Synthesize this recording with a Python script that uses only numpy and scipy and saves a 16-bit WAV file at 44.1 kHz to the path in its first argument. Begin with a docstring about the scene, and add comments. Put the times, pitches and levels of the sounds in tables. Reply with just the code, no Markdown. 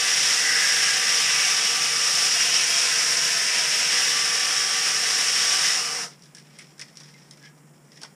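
"""Drill and sandpaper, small workshop

A cordless drill spins a rusty steel shaft while a hand presses sandpaper on it, close walls around.
Coloured noise is the grit's hiss, filtered noise the ringing shaft; sines on one wavering speed are the gears.
The drill stops and the stiff paper crackles in the hand: ticks, noise bursts and a body resonance.
Behind lie quiet air and low hums. A mono camera microphone cuts the bass and has a sharp treble resonance.
"""
import sys
import numpy as np
from scipy import signal
from scipy.fft import rfft, irfft, next_fast_len
from scipy.io import wavfile
from scipy.ndimage import uniform_filter1d

SR = 44100
rng = np.random.default_rng(int(sys.argv[2]) if len(sys.argv) > 2 else 0)


def wrap_up_sound(samples):
    """Save the sound to the file named by the first command line argument, as 16-bit audio."""
    columns = np.atleast_2d(samples).T
    # keep every value between -1 and 1, then stretch to whole-number steps
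    tamed = np.clip(columns, -1, 1)
    steps = np.round(tamed * 32767).astype(np.int16)
    wavfile.write(sys.argv[1], SR, steps)


N = 359402

# workshop air, spectrum: f/Hz, level/dB
AIR_SPECTRUM = [(30, 0), (130, 1.5), (200, -0.5), (350, -7), (700, -12.5), (1500, -16.5), (3000, -27),
                (4200, -49), (5400, -54), (7000, -24), (10000, -25.5), (12000, -33), (15500, -30)]
# low hums whose pitch wavers: f/Hz, rms wander/Hz, level/dB
HUMS = [(146.8, 1.2, -57.5), (166, 2.96, -66)]
AIR_DB = -55.5

# rustle of the handled paper: t/s, level/dB
RUSTLE_LEVEL = [(6.1, -49), (6.18, -66), (6.47, -63), (6.6, -59), (6.72, -64.5), (6.93, -66), (7.06, -60),
                (7.15, -64.5), (7.23, -61.5), (7.3, -66), (7.38, -72), (7.45, -56), (7.53, -69.5),
                (7.9, -71), (8.05, -61), (8.13, -68)]
# snaps of the paper: t/s, level/dB, first tick/dB re snap, burst t60/s, body/dB re snap, body f/Hz,
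# bright edge/dB re crackle
PAPER_SNAPS = [(6.2223, -41, 1, .08, -19, 2260, -20), (6.2357, -38, -4, .1, -24, 2060, -19),
               (6.2564, -41, -2, .1, -11, 1650, -16), (6.349, -26, -4, 0.072, -12.5, 1690, -7),
               (6.3694, -31.5, 1, .077, -7, 1670, -17), (6.3844, -41, 2, .08, -18, 2410, -16),
               (6.3984, -39, -2, .08, -11, 2160, -18), (6.5874, -25, -10, .082, -5.5, 2180, -2),
               (6.6094, -41, -2, .16, -11, 2130, -16), (6.781, -38, -2, .1, -6, 1620, -2),
               (6.7945, -19.5, -7, 0.08, -12, 1830, -11), (6.8138, -23.5, 0, .077, -7, 1950, -19),
               (6.8824, -37.5, -9, .1, -9, 1830, -19), (6.9556, -37, -2, .093, -16, 2370, -18),
               (6.972, -29.5, 5, 0.057, -29, 2320, -30), (7.002, -31, -4, 0.16, -16, 1510, -26),
               (7.0344, -36, 0, 0.1, -18, 1850, -21), (7.1387, -44, -3, 0.064, 4, 2090, -16),
               (7.3102, -30, -8, .1, -12, 2030, -25), (7.3731, -41, -2, .1, -5, 1640, -16),
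               (7.9189, -36, -8, .061, -5, 1980, -21), (7.958, -40, -1, .1, -10, 1930, -21),
               (7.9714, -40, -2, 0.064, 0, 1890, -20), (8.0165, -29, -4, .12, -14, 1680, -15),
               (8.0332, -21, -3, 0.065, -11, 1500, -20)]
# rubs of the sheet against the fingers: t/s, length/s, f/Hz, resonator width/Hz, level/dB
SHEET_RUBS = [(7.39, .14, 1650, 120, -55), (7.41, 0.12, 2100, 330, -61), (7.42, 0.082, 3100, 300, -63),
              (7.12, .08, 2080, 89, -61), (7.865, .035, 5900, 80, -78)]
# dull knocks of the hand on the shaft: t/s, level/dB
HAND_KNOCKS = [(7.002, -55), (8.0165, -52), (8.033, -41.5)]
# resonances of the sheet: f/Hz, nominal width/Hz, level/dB
SHEET_MODES = [(1680, 760, 1), (2030, 540, 8), (2470, 540, -1), (3200, 740, -3)]
# spectra of the crackle, its bright edge, the first tick of a snap and the knock: f/Hz, level/dB
CRISP_SPECTRUM = [(2500, -27), (3300, 2.5), (4200, -3.5), (6000, -1.5), (7500, -4), (10000, -3),
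                  (11500, -20), (15500, -26)]
BRIGHT_SPECTRUM = [(6000, -38), (7200, 1), (9500, 6), (11000, -15.5), (15500, -24)]
TICK_SPECTRUM = [(1200, -14), (2500, 1), (6000, 0), (9000, -1), (11000, -12), (15500, -28)]
THUD_SPECTRUM = [(250, -8), (400, -3), (1100, -1), (1500, -12)]
SHEET_DB = -0.5  # body of the sheet re its rustle
KNOCK_T60_S = 0.09
SMALL_PER_S, SMALL_DB = 23, 16  # tiny scattered ticks: mean rate, level re the rustle

# gears, whose speed sags in steps under load: t/s, mesh f/Hz, mesh level/dB
GEAR_MESH = [(0, 1172, -44), (.5, 1182, -48.5), (1.1, 1175, -43), (2.0, 1173, -40.5), (2.27, 1167, -40.5),
             (2.33, 1140, -52), (2.36, 1058, -51), (3.32, 1041, -50), (3.39, 1040, -60), (3.43, 973, -47),
             (3.62, 962, -45.5), (3.8, 974, -54), (3.88, 990, -61), (3.93, 1163, -43), (4.2, 1162, -39.5),
             (4.75, 1168, -41), (5.1, 1158, -46), (5.5, 1156, -41), (5.76, 1163, -46), (5.9, 1188, -43),
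             (6.04, 1112, -54), (6.09, 1020, -76)]
SLOWER_STAGE, FASTER_STAGE = 0.655, 2.523  # multiples of the mesh frequency
SLOWER_DB, FASTER_DB = -49, -2.5  # slower stage; faster tone re the mesh
FREE_HZ, SAG_DB_PER_HZ = 1150, 3  # the upper tones fade when the mesh sags under FREE_HZ
THIRD_DB, THIRD_FADE_DB_PER_S = -1, -3  # third harmonic re the mesh, and its fade with time

# sanding: t/s, hiss level/dB, then middle, upper and high rings/dB re the hiss
SANDING_LEVELS = [(0, -22.5, -8, -10, -10), (.34, -21, -9.5, -10.5, -10.5), (.53, -23, -6, -10, -12.5),
                  (.85, -22, -7.5, -9, -9), (1.4, -22.3, -9, -8.5, -8.5), (1.9, -23.5, -12, -11, -11),
                  (2.15, -22.5, -13.5, -12.5, -13), (2.38, -22, -11.5, -10, -11.5),
                  (3.0, -22, -9, -10.5, -11), (3.7, -24, -8, -8.5, -10), (4.0, -22.5, -10, -11, -10),
                  (4.6, -24, -8.5, -11, -11), (5.1, -23, -9.5, -11, -11), (5.73, -22, -9, -11, -10.5),
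                  (5.83, -27.5, -11, -10, -15), (6.04, -29, -10, -12.5, -16), (6.09, -45, -12, -20, -16),
                  (6.14, -57, -10, -12, -11)]
# spectra of the scratching grit and of its fine treble dust: f/Hz, level/dB
GRIT_SPECTRUM = [(100, -27), (400, -7.5), (1000, -4), (2000, -1.5), (3500, -3), (5500, -1.5), (7000, 1),
                 (9500, -0.5), (11000, -11.5)]
DUST_SPECTRUM = [(9000, 3), (11000, -4), (12500, 6.5), (15500, -2)]
# shaft and bench modes damped by the hand, from low to high: f/Hz, nominal width/Hz, level/dB
DEEP_MODES = [(172, 56, -6), (567, 55, -4.5), (280, 39, -9.5), (410, 26, -10), (473, 29, -2.5),
              (709, 16, -2.5), (808, 72, -4), (980, 68, -1.5), (1075, 56, -3)]
LOW_MODES = [(1285, 104, 0.5), (1290, 61, -8), (1447, 100, -1)]
MIDDLE_MODES = [(1539, 61, -2), (1670, 79, -5.5), (1796, 91, 2), (1966, 47, -1), (2065, 44, -1.5),
                (2183, 56, -5.5)]
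UPPER_MODES = [(2264, 56, -2.5), (2360, 62, -5), (2528, 64, -1.7), (2655, 78, -1.7), (2803, 54, -2.1)]
HIGH_MODES = [(2944, 134, 2), (3094, 48, -7.5), (3265, 100, -3), (3360, 140, -9), (3560, 52, -4.5),
              (3830, 170, -3.5)]
# spells in which one mode sings out under the moving hand:
# t/s, length/s, f/Hz, resonator width/Hz, level/dB
SINGING_SPELLS = [(.3, 0.4, 1957, 71, -36.5), (.4, 0.32, 2045, 30, -38), (.3, 0.85, 1637, 31, -37.5),
                  (.3, 0.59, 1760, 42, -41), (.3, 0.39, 2750, 70, -39), (1.5, 0.44, 3270, 30, -47),
                  (2.0, 1.137, 3256, 28, -43.5), (2.2, 0.53, 3015, 23, -39), (2.3, 0.29, 2805, 30, -39),
                  (4.4, .7, 3240, 36, -43.5)]
FULL_DB, EASE_MOST_DB = -22.5, 11  # hiss under full pressure; most easing that is counted
# dB re the hiss, and dB gained for each dB that the hiss eases
DEEP_LEVEL, LOW_LEVEL, DUST_LEVEL = (-22, 1), (-18.5, 0.77), (-28, 0.1)

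# microphone response: f/Hz, level/dB
MIC_RESPONSE = [(20, -24), (90, -25), (115, -23), (140, -3), (3500, -3.5), (4300, -3), (4800, -2.5),
                (16000, -3.5)]
# microphone port resonances, added to the direct sound: f/Hz, width/Hz, level/dB
PORT_RESONANCES = [(5237, 470, 16.8), (5564, 206, 17.6)]
EDGE_HZ = 15290  # upper band limit


def gain_of(db):
    """Decibels to gain."""
    return 10 ** (np.asarray(db) / 20)


def read(points, hz):
    """Reads a spectrum on a log-frequency axis."""
    f, value = np.transpose(points)
    return np.interp(np.log(hz + 1), np.log(f + 1), value)


def curves(rows):
    """Every column of a timed table, drawn in straight lines at sample rate."""
    s, *columns = np.transpose(rows)
    return [np.interp(np.arange(N) / SR, s, column) for column in columns]


def coloured(x, points):
    """Filters by a spectrum that falls away an octave outside its ends."""
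    size = next_fast_len(len(x) + SR // 4)
    closed = [(points[0][0] / 2, -80)] + points + [(points[-1][0] * 2, -80)]
    gain = gain_of(read(closed, np.fft.rfftfreq(size, 1 / SR)))
    return irfft(rfft(x, size) * gain, size)[:len(x)]


def ring(x, hz, width):
    """A resonance of gain 1; one that follows a curve is shifted down to zero, smoothed and shifted back."""
    r = np.exp(-np.pi * width / SR)
    if np.isscalar(hz):
        return 2 * signal.lfilter([1 - r], [1, -r * np.exp(2j * np.pi * hz / SR)], x).real
    turn = np.exp(2j * np.pi * np.cumsum(hz) / SR)
    return 2 * (turn * signal.lfilter([1 - r], [1, -r], x / turn)).real


def microphone(x):
    """The capsule cuts the bass; its port resonates in the treble."""
    x = coloured(x, MIC_RESPONSE)
    return x + sum(gain_of(db) * ring(x, hz, width) for hz, width, db in PORT_RESONANCES)


def evened(x):
    """Scales a sound so that it leaves the microphone at rms 1."""
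    return x / np.sqrt(np.mean(microphone(x) ** 2))


def drift(per_s):
    """Random wander of rms 1: noise through a low-pass of corner per_s, drawn every 64 samples."""
    pole = np.exp(-2 * np.pi * per_s * 64 / SR)
    x = signal.lfilter([1], [1, -pole], rng.standard_normal(N // 64 + 2))
    x = uniform_filter1d(x, size=3)
    return np.interp(np.arange(N) / 64, np.arange(len(x)), x / x.std())


def body(x, modes, wander_db, per_s):
    """Steep modes of a solid body that swell and fade each on its own."""
    size = next_fast_len(N)
    hz, spectrum, out = np.fft.rfftfreq(size, 1 / SR), rfft(x, size), 0
    for mode_hz, width, db in modes:
        shape = 1 / (1 + ((hz - mode_hz) / (0.82 * width)) ** 2) / np.sqrt(width)
        mode = irfft(spectrum * shape, size)[:N]
        out = out + gain_of(db + wander_db * drift(per_s)) * mode
    return evened(out)


def narrow(count, hz, width):
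    """Noise of rms 1 through two equal resonances in a row."""
    x = rng.standard_normal(count + 2000)
    x = ring(ring(x, hz, width), hz, width)[2000:]  # the build-up is dropped
    return x / x.std()


def spells(rows, edge, pure):
    """Fuzzy tones that swell and fade, each with a thinner core added in the share pure."""
    out = np.zeros(N)
    for s, length, hz, width, db in rows:
        count = round(length * SR)
        tone = pure * narrow(count, hz, width / 4) + narrow(count, hz, width)
        out[round(s * SR):][:count] += gain_of(db) * tone * signal.windows.tukey(count, edge)
    return out


def waver(hz, wander_hz, per_s, wander_db):
    """A tone of rms 1 whose pitch and level wander about their middle."""
    angle = 2 * np.pi * np.cumsum(hz + wander_hz * drift(per_s)) / SR
    return np.sqrt(2) * gain_of(wander_db * drift(per_s)) * np.sin(angle)


def room(x, t60, wet_db):
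    """Close walls and shelves answer after 4 ms with a short dense tail of decaying noise."""
    t = np.arange(SR // 2) / SR
    tail = rng.standard_normal(len(t)) * gain_of(-60 * t / t60) * (t > 0.004)
    return x + gain_of(wet_db) * signal.oaconvolve(x, tail / np.linalg.norm(tail))[:N]


def workshop():
    """Quiet air is coloured noise; the low hums are wavering sines."""
    air = evened(coloured(rng.standard_normal(N), AIR_SPECTRUM))
    hums = sum(gain_of(db) * waver(hz, wander_hz, per_s=4.6, wander_db=2.0) for hz, wander_hz, db in HUMS)
    return gain_of(AIR_DB) * air + hums


def paper():
    """Stiff paper rustles in clumps, rubs, and snaps: a sharp tick, then a burst of smaller cracks."""
    rustle_db, = curves(RUSTLE_LEVEL)
    t = np.arange(N) / SR
    cracks = rng.standard_normal(N) * gain_of(2.5 * drift(30.2) + 1.1 * drift(200))
    crisp = evened(coloured(cracks, CRISP_SPECTRUM))
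    sheet = body(cracks, SHEET_MODES, wander_db=1.5, per_s=5.7)
    bright = evened(coloured(cracks, BRIGHT_SPECTRUM))
    thud = evened(coloured(cracks, THUD_SPECTRUM))

    held = np.clip((t - RUSTLE_LEVEL[0][0]) / 0.036, 0, 1)
    fits = gain_of(1.5 * drift(12))  # the hand moves in fits
    out = held * gain_of(rustle_db) * (fits * crisp + gain_of(SHEET_DB) * sheet)
    out += spells(SHEET_RUBS, edge=0.85, pure=0.1)

    small = (rng.random(N) < SMALL_PER_S / SR) * rng.standard_normal(N)
    ticks = held * small * gain_of(rustle_db + SMALL_DB)
    u = t[:SR // 10]  # time since the snap or knock
    for s, db, tick_db, t60, body_db, hz, bright_db in PAPER_SNAPS:
        at = slice(round(s * SR), round(s * SR) + len(u))
        ticks[at.start] = gain_of(db + tick_db) * rng.choice([-1, 1])
        decay = gain_of(-18 - 60 * u / t60) + gain_of(-8.0 - 60 * u / 0.011)
        burst = decay * (1 - np.exp(-u / 0.0004))
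        swell = gain_of(-7.0 - 60 * u / t60) * (1 - np.exp(-u / 0.0027))  # the body answers more slowly
        cracking = crisp[at] + gain_of(bright_db) * bright[at]
        # the first 20 ms are brought to one strength, so that each snap keeps its own level
        cracking = cracking / cracking[:SR // 50].std() * crisp.std()
        bend = 0.49 * sheet[at] + 0.65 * narrow(len(u), hz, width=200)  # the bent sheet favours one pitch
        out[at] += gain_of(db) * (burst * cracking + swell * gain_of(body_db) * bend)

    for s, db in HAND_KNOCKS:
        at = slice(round(s * SR), round(s * SR) + len(u))
        knock = thud[at] / thud[at][:SR // 40].std() * thud.std()
        out[at] += gain_of(db - 60 * u / KNOCK_T60_S) * (1 - np.exp(-u / 0.0018)) * knock

    click = coloured(signal.unit_impulse(4096, "mid"), TICK_SPECTRUM)
    click = click / abs(microphone(click)).max()  # peak 1 at the microphone
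    return out + signal.oaconvolve(ticks, click, "same")


def running():
    """1 while the motor turns, falling to 0 in 20 ms as the brake stops it."""
    return np.clip((GEAR_MESH[-1][0] - np.arange(N) / SR) / 0.02, 0, 1)


def whine():
    """The tooth mesh trembles a little; the slower gear stage is a fuzzy band on the same speed."""
    hz, mesh_db = curves(GEAR_MESH)
    angle = 2 * np.pi * np.cumsum(hz + 2.6 * drift(23) + 4.0 * drift(1.5)) / SR
    sag_hz = np.maximum(FREE_HZ - hz, 0)
    upper_db = mesh_db - SAG_DB_PER_HZ * sag_hz
    third_db = upper_db + THIRD_DB + THIRD_FADE_DB_PER_S * np.arange(N) / SR
    tones = gain_of(mesh_db) * np.sin(angle)
    tones += gain_of(third_db) * np.sin(3 * angle)
    tones += gain_of(upper_db + FASTER_DB) * np.sin(FASTER_STAGE * angle)
    tones *= np.sqrt(2) * gain_of(2.1 * drift(7.2))

    slower = rng.standard_normal(N)
    for _ in range(2):
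        slower = ring(slower, SLOWER_STAGE * hz, width=23)
    slower *= gain_of(SLOWER_DB) / slower.std()
    # the housing hums along
    shell = gain_of(-52.0) * waver(468, wander_hz=4.4, per_s=12.0, wander_db=2.0)
    return shell + tones + slower


def sanding():
    """Countless grains scratch the rust and ring the shaft; pits and wobble make the contact flutter."""
    hiss_db, middle_db, upper_db, high_db = curves(SANDING_LEVELS)
    ease_db = np.minimum(FULL_DB - hiss_db, EASE_MOST_DB)
    deep_db, low_db, dust_db = (db + share * ease_db for db, share in (DEEP_LEVEL, LOW_LEVEL, DUST_LEVEL))
    flutter = gain_of(0.5 * drift(19) + 0.12 * drift(106) + 0.5 * drift(1.7))

    grit = rng.standard_normal(N) * flutter
    dust_db = dust_db + 0.96 * drift(4.4)
    sound = evened(coloured(grit, GRIT_SPECTRUM))
    sound += gain_of(dust_db) * evened(coloured(grit, DUST_SPECTRUM))

    groups = (DEEP_MODES, LOW_MODES, MIDDLE_MODES, UPPER_MODES, HIGH_MODES)
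    for modes, db in zip(groups, (deep_db, low_db, middle_db, upper_db, high_db)):
        db = db + 0.86 * drift(2.1)  # each group of rings swells on its own
        scratches = rng.standard_normal(N) * flutter
        # the modes swell and fade as the grip shifts
        sound += gain_of(db) * body(scratches, modes, wander_db=0.5, per_s=0.46)
    turning = np.clip((SANDING_LEVELS[-1][0] - np.arange(N) / SR) / 0.025, 0, 1)
    return sound * gain_of(hiss_db) * turning + spells(SINGING_SPELLS, edge=0.65, pure=0.82)


def scene():
    """One microphone feeds both channels; the walls answer the rasp and the paper."""
    mono = workshop()
    mono += room(paper(), t60=0.18, wet_db=-9.5)
    mono += whine() * running()
    mono += room(sanding(), t60=0.12, wet_db=-15.0)
    return np.array([mono, mono])


def record(dry):
    """Microphone colour, then a steep low-pass as band limit."""
    heard = np.tile(microphone(dry.mean(axis=0)), (2, 1))
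    low_pass = signal.firwin(2047, EDGE_HZ, window=("kaiser", 10), fs=SR)
    return signal.oaconvolve(heard, low_pass[None], "same")


dry = scene()
out = record(dry)
wrap_up_sound(out)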